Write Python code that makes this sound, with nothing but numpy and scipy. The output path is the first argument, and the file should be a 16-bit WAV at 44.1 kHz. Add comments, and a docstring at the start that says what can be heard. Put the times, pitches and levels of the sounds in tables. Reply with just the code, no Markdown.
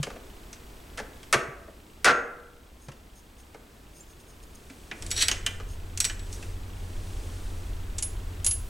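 """A steel gear is worked onto its shaft in a small aluminium crankcase, over room air, whine and ticking.
It knocks, drops home in two loud clanks and is turned so that its teeth rub; the case thuds on wood.
Then a sleeve swings past, loose steel parts bump, a low hum sets in and parts are slid and clinked.
Last, a thin washer rings on the shaft. Metal sounds are short blows that wake many dying modes
(natural tones of the object); rubs, cloth and air are shaped noise; thuds and hum are sine waves."""
import sys
import numpy as np
from scipy import signal
from scipy.fft import rfft, irfft, next_fast_len
from scipy.io import wavfile

SR = 44100
rng = np.random.default_rng(int(sys.argv[2]) if len(sys.argv) > 2 else 0)


def waveform_to_disk(signal):
    """Save audio, clipped to [-1, 1], as 16-bit WAV at the path in sys.argv[1]."""
    frames = np.transpose(np.atleast_2d(signal))
    scaled = np.clip(frames, -1, 1) * 32767
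    samples = np.round(scaled).astype(np.int16)
    wavfile.write(sys.argv[1], SR, samples)


N = 383217
TIME = np.arange(N) / SR
RING_TIME = TIME[:SR]  # one second, long enough for any ring

# In all names and tables, t60 is the time in which a sound loses 60 dB.


def from_db(db):
    """Turn decibels into a gain."""
    return 10 ** (np.asarray(db) / 20)


def rms_one(x):
    """Scale to an rms (average strength) of 1."""
    return x / np.sqrt(np.mean(x ** 2) + 1e-20)


def unit_energy(x):
    """Scale each channel to a total energy of 1."""
    return x / np.sqrt(np.sum(x ** 2, axis=-1, keepdims=True) + 1e-20)


def in_time(rows):
    """Read each column of a time table at every sample."""
    s, *columns = np.transpose(rows)
    return [np.interp(TIME, s, column) for column in columns]


def at_hz(points, hz):
    """Read a frequency table between its points, on a logarithmic frequency axis."""
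    table_hz, values = np.array(points).T
    return np.interp(np.log(hz + 1e-3), np.log(table_hz), values)


def butter(x, hz, kind, order=2):
    """Filter with a Butterworth filter, which has no ripple."""
    sections = signal.butter(order, hz, kind, fs=SR, output="sos")
    return signal.sosfilt(sections, x + 1e-18)


def dying(t60):
    """Exponential fade that loses 60 dB in t60 seconds."""
    return np.exp(-np.log(1000) * RING_TIME / t60)


def convolve(x, response):
    """Let every sample of a signal set off a stereo response."""
    return signal.fftconvolve(np.atleast_2d(x), response, axes=-1)[:, :N]


def add(out, s, sound):
    """Mix a sound in at its time."""
    at = int(max(s, 0) * SR)
    out[:, at:at + sound.shape[-1]] += sound[..., :N - at]


def stroke(s, length):
    """Strength of a movement that swells and fades."""
    return np.sin(np.pi * np.clip((TIME - s) / length, 0, 1))


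def stereo_noise(size, side_db):
    """White noise, partly shared by both ears and partly opposite in them."""
    mid, side = rng.standard_normal((2, size))
    return mid + from_db(side_db) * side * [[1], [-1]]


def noise(spectrum, side_db):
    """Steady stereo noise with a given spectrum, rms 1."""
    size = next_fast_len(N)
    gain = from_db(at_hz(spectrum, np.arange(size // 2 + 1) * SR / size))
    coloured = irfft(rfft(stereo_noise(size, side_db)) * gain, size)
    return rms_one(coloured[:, :N])


def crowded_modes(colour, t60s, side_db, size=SR, count=1):
    """Modes too many to tell apart act as noise; each third-octave band dies at its own rate."""
    edges = np.geomspace(70, 17000, 25)
    # two noises each, so that neighbouring bands are unrelated
    white = np.array([[stereo_noise(size, side_db) for _ in range(2)] for _ in range(count)])
    out = 0
    for k, (low, high) in enumerate(zip(edges, edges[1:])):
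        hz = np.sqrt(low * high)
        fading = white[:, k % 2] * dying(at_hz(t60s, hz))[:size]
        band = butter(fading, [low, high], "band")
        out = out + unit_energy(band) * (np.sqrt(high - low) * from_db(at_hz(colour, hz)))
    return unit_energy(out)


def clear_modes(modes, vary_db=0):
    """The few modes that stand out as tones are dying sine waves, with strengths left partly to luck."""
    luck = rng.standard_normal(len(modes)) * vary_db
    tones = 0
    for k, (hz, db, t60) in enumerate(modes):
        strength = (-1) ** k * from_db(db + luck[k])
        tones = tones + strength * np.sin(2 * np.pi * hz * RING_TIME) * dying(t60)
    return unit_energy(tones)[None]


def blows(rows, colour, t60s, modes, ring_db, bass_hz, treble_hz, side_db,
          focus_db=3, vary_db=2, crack_db=0, crack_s=0.0013):
    """Each blow wakes its own crowded modes, and one of four mixes of the clear tones."""
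    out = np.zeros((2, N))
    rings = [from_db(ring_db) * clear_modes(modes, vary_db)[0] for _ in range(4)]
    bodies = crowded_modes(colour, t60s, side_db, size=SR // 8, count=len(rows))
    # the instant of contact itself radiates a short crack
    crack = from_db(crack_db) * np.exp(-RING_TIME[:SR // 8] / crack_s)
    bodies = unit_energy(bodies * (1 + crack))
    for k, (row, body) in enumerate(zip(rows, bodies)):
        s, db, bass_db, treble_db, contact_hz, free_db = row
        # heavy contacts carry more bass, hard ones more treble
        bass = from_db(bass_db) * butter(body, bass_hz, "low")
        middle = butter(butter(body, bass_hz, "high"), treble_hz, "low")
        treble = from_db(treble_db) * butter(body, treble_hz, "high")
        hit = bass - middle + treble  # the minus sign lets the bands join smoothly
        # a free part rings more than a held one
        ring = from_db(free_db) * rings[k % len(rings)]
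        for sound in (hit, ring):
            # the springiness of the contact favours one band
            favoured = butter(sound, [contact_hz / 1.106, contact_hz * 1.04], "band", order=1)
            add(out, s, from_db(db) * (sound + from_db(focus_db) * favoured))
    return out


def background(rumble_db=-0.56, whine_db=-20, whine_hz=7880):
    """Air and rumble are shaped noise, the whine is a sine; a motor adds hum lines in the later part."""
    # spectrum of the room air; columns: f/Hz, level per Hz/dB
    air_spectrum = [(71, -45), (120, -11), (177, -4), (200, -2), (277, -1.5), (452, -4.5), (533, -10),
                    (602, -9), (2010, -17), (2410, -18.5), (5810, -24), (8560, -24.5), (15800, -48)]
    # spectrum of the rumble without the motor; columns: f/Hz, level per Hz/dB
    bench_rumble = [(20, -6), (45, -1), (70, -4), (110, -13.5), (200, -22), (500, -39)]
    # spectrum of the rumble with the motor; columns: f/Hz, level per Hz/dB
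    motor_rumble = [(20, -4.5), (28, -3), (42, -1), (58, -11.5), (85, -10.5), (125, -22), (300, -51.5)]
    # motor rumble over time, before rumble_db is added; columns: t/s, level/dB
    rumble_level = [(5.1, -35.5), (8.43, -35), (8.62, -29)]
    # tones of the motor's hum, relative to the hum level; columns: f/Hz, level/dB
    hum_lines = [(88.5, -3), (100, -11.5), (177, -21)]
    motor_on_s, motor_rise_s = 5.0, 0.019
    quiet_air_db, quiet_rumble_db = -52, -47.5
    motor_air_db, hum_db = -49, -38

    running = np.clip((TIME - motor_on_s) / motor_rise_s, 0, 1)
    hum = 0
    for hz, db in hum_lines:
        hum = hum + from_db(db) * np.sqrt(2) * np.sin(2 * np.pi * (hz * TIME + rng.random()))
    whine = from_db(whine_db) * np.sin(2 * np.pi * whine_hz * TIME)  # relative to the air
    air = noise(air_spectrum, side_db=-13) + whine + ticking()
    quiet = from_db(quiet_air_db) * air
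    quiet = quiet + from_db(quiet_rumble_db) * noise(bench_rumble, side_db=-45)
    rumble_gain = from_db(in_time(rumble_level)[0] + rumble_db)
    motor = from_db(motor_air_db) * air + from_db(hum_db) * hum
    motor = motor + rumble_gain * noise(motor_rumble, side_db=-42)
    return (1 - running) * quiet + running * motor


def ticking(level_db=-13, hz=3150, length_s=0.007):
    """Tiny ticks, 30 a second, are fading bursts of noise in one band; level relative to the air."""
    since_tick = TIME % (1 / 30)
    bursts = rng.standard_normal(N) * np.exp(-since_tick / length_s)
    ticks = butter(bursts, [hz / 1.3, hz * 1.19], "band")
    return from_db(level_db) * rms_one(ticks)


def blocks(t60_s=0.1):
    """The heavy case rocks on wooden blocks: each dull thud is a low, quickly dying sine."""
    # thuds; columns: t/s, level/dB, f/Hz
    thuds = [(.001, -20.5, 145), (.151, -49, 223), (1.347, -22.5, 226), (1.359, -21.5, 137),
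             (1.485, -29.5, 135), (2.885, -27, 135), (4.705, -37, 272)]
    out = np.zeros((2, N))
    for s, db, hz in thuds:
        add(out, s, from_db(db) * np.sin(2 * np.pi * hz * RING_TIME) * dying(t60_s))
    return out


def gear(level_db=19.5, knock_bass_db=1.0, knock_ring_db=-9):
    """The gear knocks and chatters down its shaft, and the whole case answers with its modes."""
    # gear knocking against shaft and case, before level_db is added;
    # columns: t/s, level/dB, hardness (more treble, less bass)/dB
    knocks = [(.029, -27, 5), (.0665, -33.5, -10), (0.102, -37, -4.5), (.159, -42.5, -10),
              (.529, -46.5, 11.5), (.974, -37.5, 4.5), (.979, -31, -3.5), (.988, -32, -1), (.998, -31, -7),
              (1.230, -46, 5), (1.679, -42.5, -12), (2.884, -32.5, -5.5), (2.917, -44, 4.5),
              (3.544, -36, -9), (4.699, -42.5, 3), (5.599, -34.5, -4.5), (6.426, -39.5, 3.5)]
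    # gear chattering down its shaft until it seats, before level_db is added;
    # columns: t/s, length/s, time to seat/s, first contact level/dB, seating level/dB,
    # bass/dB, contact resonance f/Hz, ring/dB
    drops = [(1.3267, .0125, .012, -11.5, -4.5, -4, 1330, -5),
             (2.0444, .0635, 0.023, -8.5, 0, -12, 1485, -1.5)]
    # crowded short-lived modes of the case; columns: f/Hz, level per Hz/dB
    case_colour = [(60, -22), (140, -5.5), (200, -3), (330, -4), (520, 1.5), (900, -10.5), (1350, -3),
                   (2000, -4), (3300, -11.5), (6500, -9), (9500, -14.5), (12500, -34), (16000, -45)]
    # clear tones of the case; columns: f/Hz, level/dB, t60/s
    case_modes = [(345, -19, .45), (480, -14, 1), (509, -15.5, 0.82), (563, -17, 0.423), (660, -8, 0.39),
                  (1045, -11, 0.56), (1224, -10.5, 0.57), (1280, -7, 0.24), (1354, -5, 0.48),
                  (1380, -5, 0.31), (1585, -7, 0.26), (1910, -1, 0.33), (2080, -20, .3), (2370, -6, 0.44),
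                  (2700, -19, 0.334), (3520, -20, 0.3), (5820, -14, 0.33), (6510, -11, 0.28),
                  (8100, -17, .3)]
    # fading of the crowded modes: (f/Hz, t60/s)
    t60s = [(150, 0.12), (600, 0.062), (1500, 0.063), (6000, 0.077), (14000, 0.04)]
    knock_hz, hardness_db_per_octave = 1950, 7

    contacts = []
    for s, db, hard in knocks:
        # a harder knock is shorter, so its contact resonance lies higher
        contact_hz = min(knock_hz * 2 ** (hard / hardness_db_per_octave), SR / 4)
        contacts.append((s, db, knock_bass_db - hard, hard, contact_hz, knock_ring_db))
    for drop in drops:
        contacts.extend(chatter(*drop))
    hits = blows(contacts, case_colour, t60s, case_modes, ring_db=-14, bass_hz=590, treble_hz=2680,
                 side_db=-27.5, focus_db=4.0, vary_db=7.0, crack_db=-14)
    return from_db(level_db) * hits


def chatter(s, length, seat_s, first_db, seat_db, bass_db, contact_hz, ring_db):
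    """The contacts of one drop change steadily in level until the gear seats, then die down."""
    spacing_s, jitter_s = .008, .0007
    # the first contact is bright, later ones are duller; once seated they weaken
    first_bass_db, first_treble_db, dullest_treble_db = 0.5, 2.5, -24
    dulling_db_per_s, settling_db_per_s = 1048, 167

    ages = np.linspace(0, length, round(length / spacing_s) + 1)
    ages[1:] += jitter_s * rng.standard_normal(size=20)[1:len(ages)]
    for age in ages:
        to_go = max(1 - age / seat_s, 0)  # 1 at the first contact, 0 once seated
        settled_db = settling_db_per_s * max(age - seat_s, 0)
        db = seat_db + (first_db - seat_db) * to_go - settled_db
        treble_db = max(first_treble_db - dulling_db_per_s * age, dullest_treble_db)
        yield s + age, db, bass_db + first_bass_db * to_go, treble_db, contact_hz, ring_db


def workshop(x, wet_db, build_s=0.0045):
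    """Block walls return a diffuse tail that builds up over a few milliseconds."""
    # how fast the room dies away; columns: f/Hz, t60/s
    room_t60 = [(100, 0.72), (500, 0.8), (1500, 0.64), (2500, 0.5), (4000, 0.31), (7000, 0.41),
                (14000, 0.2)]
    # tone of the tail: (f/Hz, level per Hz/dB)
    room_colour = [(100, -2), (500, 5), (900, 1.0), (1500, 2.5), (3500, -2), (8000, -3.5), (15000, 3.0)]
    tail = crowded_modes(room_colour, room_t60, side_db=-19.0)[0]
    build_up = 1 - np.exp(-RING_TIME / build_s)
    return from_db(wet_db) * convolve(x, unit_energy(tail * build_up))


def teeth():
    """Brushing steel is grainy noise that sings in a few high bands; one tooth pings as a dying sine."""
    # steel brushing on steel; columns: t/s, length/s, level/dB
    rubs = [(2.793, 0.092, -54), (3.142, .074, -53.5), (3.37, .06, -54), (3.925, 0.12, -52.5),
            (4.075, .07, -56.5), (4.19, .037, -55.5), (4.264, 0.081, -56.5), (4.425, .023, -51.5),
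            (4.546, 0.019, -48.5), (5.667, 0.1, -51), (6.307, 0.071, -47.5)]
    # the single ping; entries: t/s, level/dB, f/Hz, t60/s
    ping = (4.007, -38, 7250, .07)
    # bands that sing: (f/Hz, width/Hz, level/dB)
    bands = [(5300, 220, -0.5), (6480, 360, 5.5), (8766, 370, 4), (11150, 170, -3)]

    pressure = sum(from_db(db) * stroke(s, length) for s, length, db in rubs)
    grit = rng.standard_normal(N) * rng.exponential(1, N)
    sing = 0
    for hz, width, db in bands:
        band = butter(grit, [hz - width / 2, hz + width / 2], "band", order=1)
        sing = sing + from_db(db) * band
    s, db, hz, t60 = ping
    age = np.maximum(TIME - s, 0)
    tooth = from_db(db - 60 * age / t60) * np.sin(2 * np.pi * hz * age)
    return pressure * rms_one(sing) + tooth


def sleeve():
    """Jacket cloth slides over itself as the arm moves: shaped noise that swells and fades."""
    # arm movements; columns: t/s, length/s, level/dB
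    swings = [(4.3, 1.4, -55), (4.945, 0.49, -48), (6.17, 0.43, -49), (6.577, 1.32, -52)]
    # spectrum of the cloth; columns: f/Hz, level per Hz/dB
    cloth = [(150, -6), (350, 6), (900, -8), (2500, -12), (6000, -9.5), (9500, -10), (14000, -29)]
    movement = sum(from_db(db) * stroke(s, length) for s, length, db in swings)
    return movement * noise(cloth, side_db=-34.0)


def loose_parts(level_db=16.0, slide_ring_db=-9, pan_db=0.25):
    """Steel parts bump and clink; a drag is a dense run of tiny slips into the same kinds of modes."""
    # a thicker part bumping, before level_db is added;
    # columns: t/s, level/dB, bass/dB, treble/dB, contact resonance f/Hz, ring/dB
    bumps = [(4.913, -25, 14.5, -21, 2540, -8), (5.2828, -7, 0.5, -2.5, 5000, 1),
             (5.3135, -10.5, 2.5, -9.5, 6740, 6), (5.463, -12.5, 1.5, -2.5, 3200, 8),
             (6.097, -22, 5, -12, 1750, 5.5)]
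    # crowded short-lived modes of the parts; columns: f/Hz, level per Hz/dB
    part_colour = [(200, -7), (1000, -11), (1800, -0.5), (3000, -1), (4500, -3.5), (8000, -0.5),
                   (10500, -11), (13000, -18), (16000, -26.5)]
    # clear tones of the light parts; columns: f/Hz, level/dB, t60/s
    part_modes = [(3800, -0.5, 0.079), (4330, 1.5, 0.063), (4470, -5, 0.068), (5680, -11, 0.085),
                  (5680, 2.5, 0.12), (6330, -15, .12), (7875, 2.5, 0.15), (10500, -6, 0.11)]
    # clear tones of the thicker part; columns: f/Hz, level/dB, t60/s
    thick_modes = [(1770, -11, 0.15), (2020, -6.5, 0.12), (2400, -18, 0.36), (2780, -4.5, 0.12),
                   (2942, 5, 0.056), (3080, 0, 0.11), (6450, -2.5, 0.086)]
    # fading of the crowded modes: (f/Hz, t60/s)
    t60s = [(500, 0.15), (2500, 0.069), (6000, 0.041), (14000, 0.067)]
    slide_start_s, slide_length_s, slide_db, slips_per_s = 5.10, .24, -44.5, 2500
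    surge_s, surge_db, surge_rise_s, surge_fall_s = 5.222, -21.5, 0.02, 0.0094

    light = blows(list(clinks()), part_colour, t60s, part_modes, ring_db=1,
                  bass_hz=1500, treble_hz=4500, side_db=-18.0, focus_db=-3.5)
    thick = blows(bumps, part_colour, t60s, thick_modes, ring_db=-10.5,
                  bass_hz=1550, treble_hz=4400, side_db=-22.5, focus_db=-1.5, crack_db=0)
    # light friction, with one surge as the part catches and lets go
    slips = rng.standard_normal(N) * (rng.random(N) < slips_per_s / SR)
    rising, falling = (surge_s - TIME) / surge_rise_s, (TIME - surge_s) / surge_fall_s
    surge = np.exp(-np.maximum(rising, falling))
    force = from_db(slide_db) * stroke(slide_start_s, slide_length_s) + from_db(surge_db) * surge
    friction = force * rms_one(butter(slips, [2500, 7000], "band", order=1))
    body = crowded_modes(part_colour, t60s, side_db=-18.0)[0]
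    ring = clear_modes(part_modes) + .5 * clear_modes(thick_modes)
    drag = convolve(friction, body + from_db(slide_ring_db) * ring)
    return (from_db(level_db) * (light + thick) + drag) * from_db([[-pan_db], [pan_db]])


def clinks(bass_db=-1, treble_db=3.0):
    """Light parts touch, and a touch with a higher contact resonance is brighter."""
    # light touches, before the gain of the loose parts;
    # columns: t/s, level/dB, contact resonance f/Hz, ring/dB
    touches = [(5.0226, -30.5, 5030, -18), (5.064, -36, 8200, -14), (5.105, -33, 8200, 3),
               (5.113, -19.5, 5760, 1), (5.164, -27, 4000, 6), (5.176, -21.5, 3820, 2.5),
               (5.223, -11, 4440, 0), (5.9744, -26.5, 6900, -17), (6.0024, -15.5, 8300, -1),
               (6.0433, -18, 3750, 0.5), (6.050, -17.5, 6600, -6), (6.194, -37.5, 2920, -2),
               (6.327, -41, 7900, 5)]
    middle_hz, tilt_db_per_octave = 4900, 6.5
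    for s, db, hz, ring_db in touches:
        tilt_db = tilt_db_per_octave * np.log2(hz / middle_hz)
        yield s, db, bass_db - tilt_db, treble_db + tilt_db, hz, ring_db


def washer(level_db=15.0, pan_db=0.2, ring_db=7):
    """The washer ticks on the shaft tip; its split pair of ring modes beats as it dies."""
    # touches on the shaft tip, before level_db is added; columns: t/s, level/dB, ring/dB
    washer_taps = [(7.983, -24, -22), (8.0247, -22.5, 1), (8.4453, -22.5, 0), (8.464, -14, 1.5),
                   (8.510, -23.5, 8.5)]
    # crowded short-lived modes of the washer; columns: f/Hz, level per Hz/dB
    washer_colour = [(500, -15), (1800, -15), (2900, -6), (3800, -8), (4900, -5.5), (7000, -1), (8700, 1),
                     (11000, -22), (12500, -41), (16000, -40)]
    # clear tones of the washer; columns: f/Hz, level/dB, t60/s
    washer_modes = [(2830, -20, 0.043), (4780, -11, .04), (6640, -21, 0.092), (7130, -23, .12),
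                    (8780, -15, .06), (10594, 0, 0.18), (10955, -9, 0.22)]
    t60s = [(2000, 0.11), (10000, 0.051)]  # fading of the crowded modes: (f/Hz, t60/s)
    contact_hz, bass_db, treble_db = 7100, 3, 2.5

    touches = [(s, db, bass_db, treble_db, contact_hz, free_db) for s, db, free_db in washer_taps]
    taps = blows(touches, washer_colour, t60s, washer_modes, ring_db, bass_hz=2000, treble_hz=6000,
                 side_db=-16, focus_db=-2.0, vary_db=0, crack_db=-10)
    return from_db(level_db) * taps * from_db([[-pan_db], [pan_db]])


def gain_control(x, threshold_db=-26.5, share=.35, recovery_db_per_s=1.63, window_s=0.021):
    """Loud sounds turn the gain down by a share of their excess; it then creeps back slowly."""
    keep = np.exp(-1 / (window_s * SR))
    power = signal.lfilter([1 - keep], [1, -keep], x.mean(axis=0) ** 2)
    level_db = 10 * np.log10(power + 1e-12)
    wanted_cut_db = share * np.maximum(level_db - threshold_db, 0)
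    # the running maximum holds the deepest cut, less what has been recovered since
    recovered_db = recovery_db_per_s * TIME
    cut_db = np.maximum.accumulate(wanted_cut_db + recovered_db) - recovered_db
    return x * from_db(-cut_db)


def scene():
    """Metal sounds in the room, over thuds, cloth and background."""
    metal = gear() + teeth() + loose_parts() + washer()
    return metal + workshop(metal, wet_db=-11.0) + blocks() + sleeve() + background()


def record(dry, top=0.35, cutoff_hz=15900):
    """Stereo width is set band by band, the gain follows the level, peaks are rounded, the top is cut."""
    # gain on the left-right difference, setting stereo width in each band; columns: f/Hz, gain/dB
    stereo_width = [(25, 0), (60, -7), (125, 2), (250, -0.5), (500, 7), (1100, 11.5), (2200, 10.5),
                    (4500, 6.5), (8500, -12.5), (14000, 2)]
    size = next_fast_len(N)
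    width = from_db(at_hz(stereo_width, np.arange(size // 2 + 1) * SR / size))
    side = irfft(rfft((dry[0] - dry[1]) / 2, size) * width, size)[:N]
    controlled = gain_control(dry.mean(axis=0) + side * [[1], [-1]])
    rounded = top * np.tanh(controlled / top)
    top_cut = signal.ellip(10, .1, 80, cutoff_hz, fs=SR, output="sos")
    return signal.sosfilt(top_cut, rounded)


dry = scene()
out = record(dry)
waveform_to_disk(out)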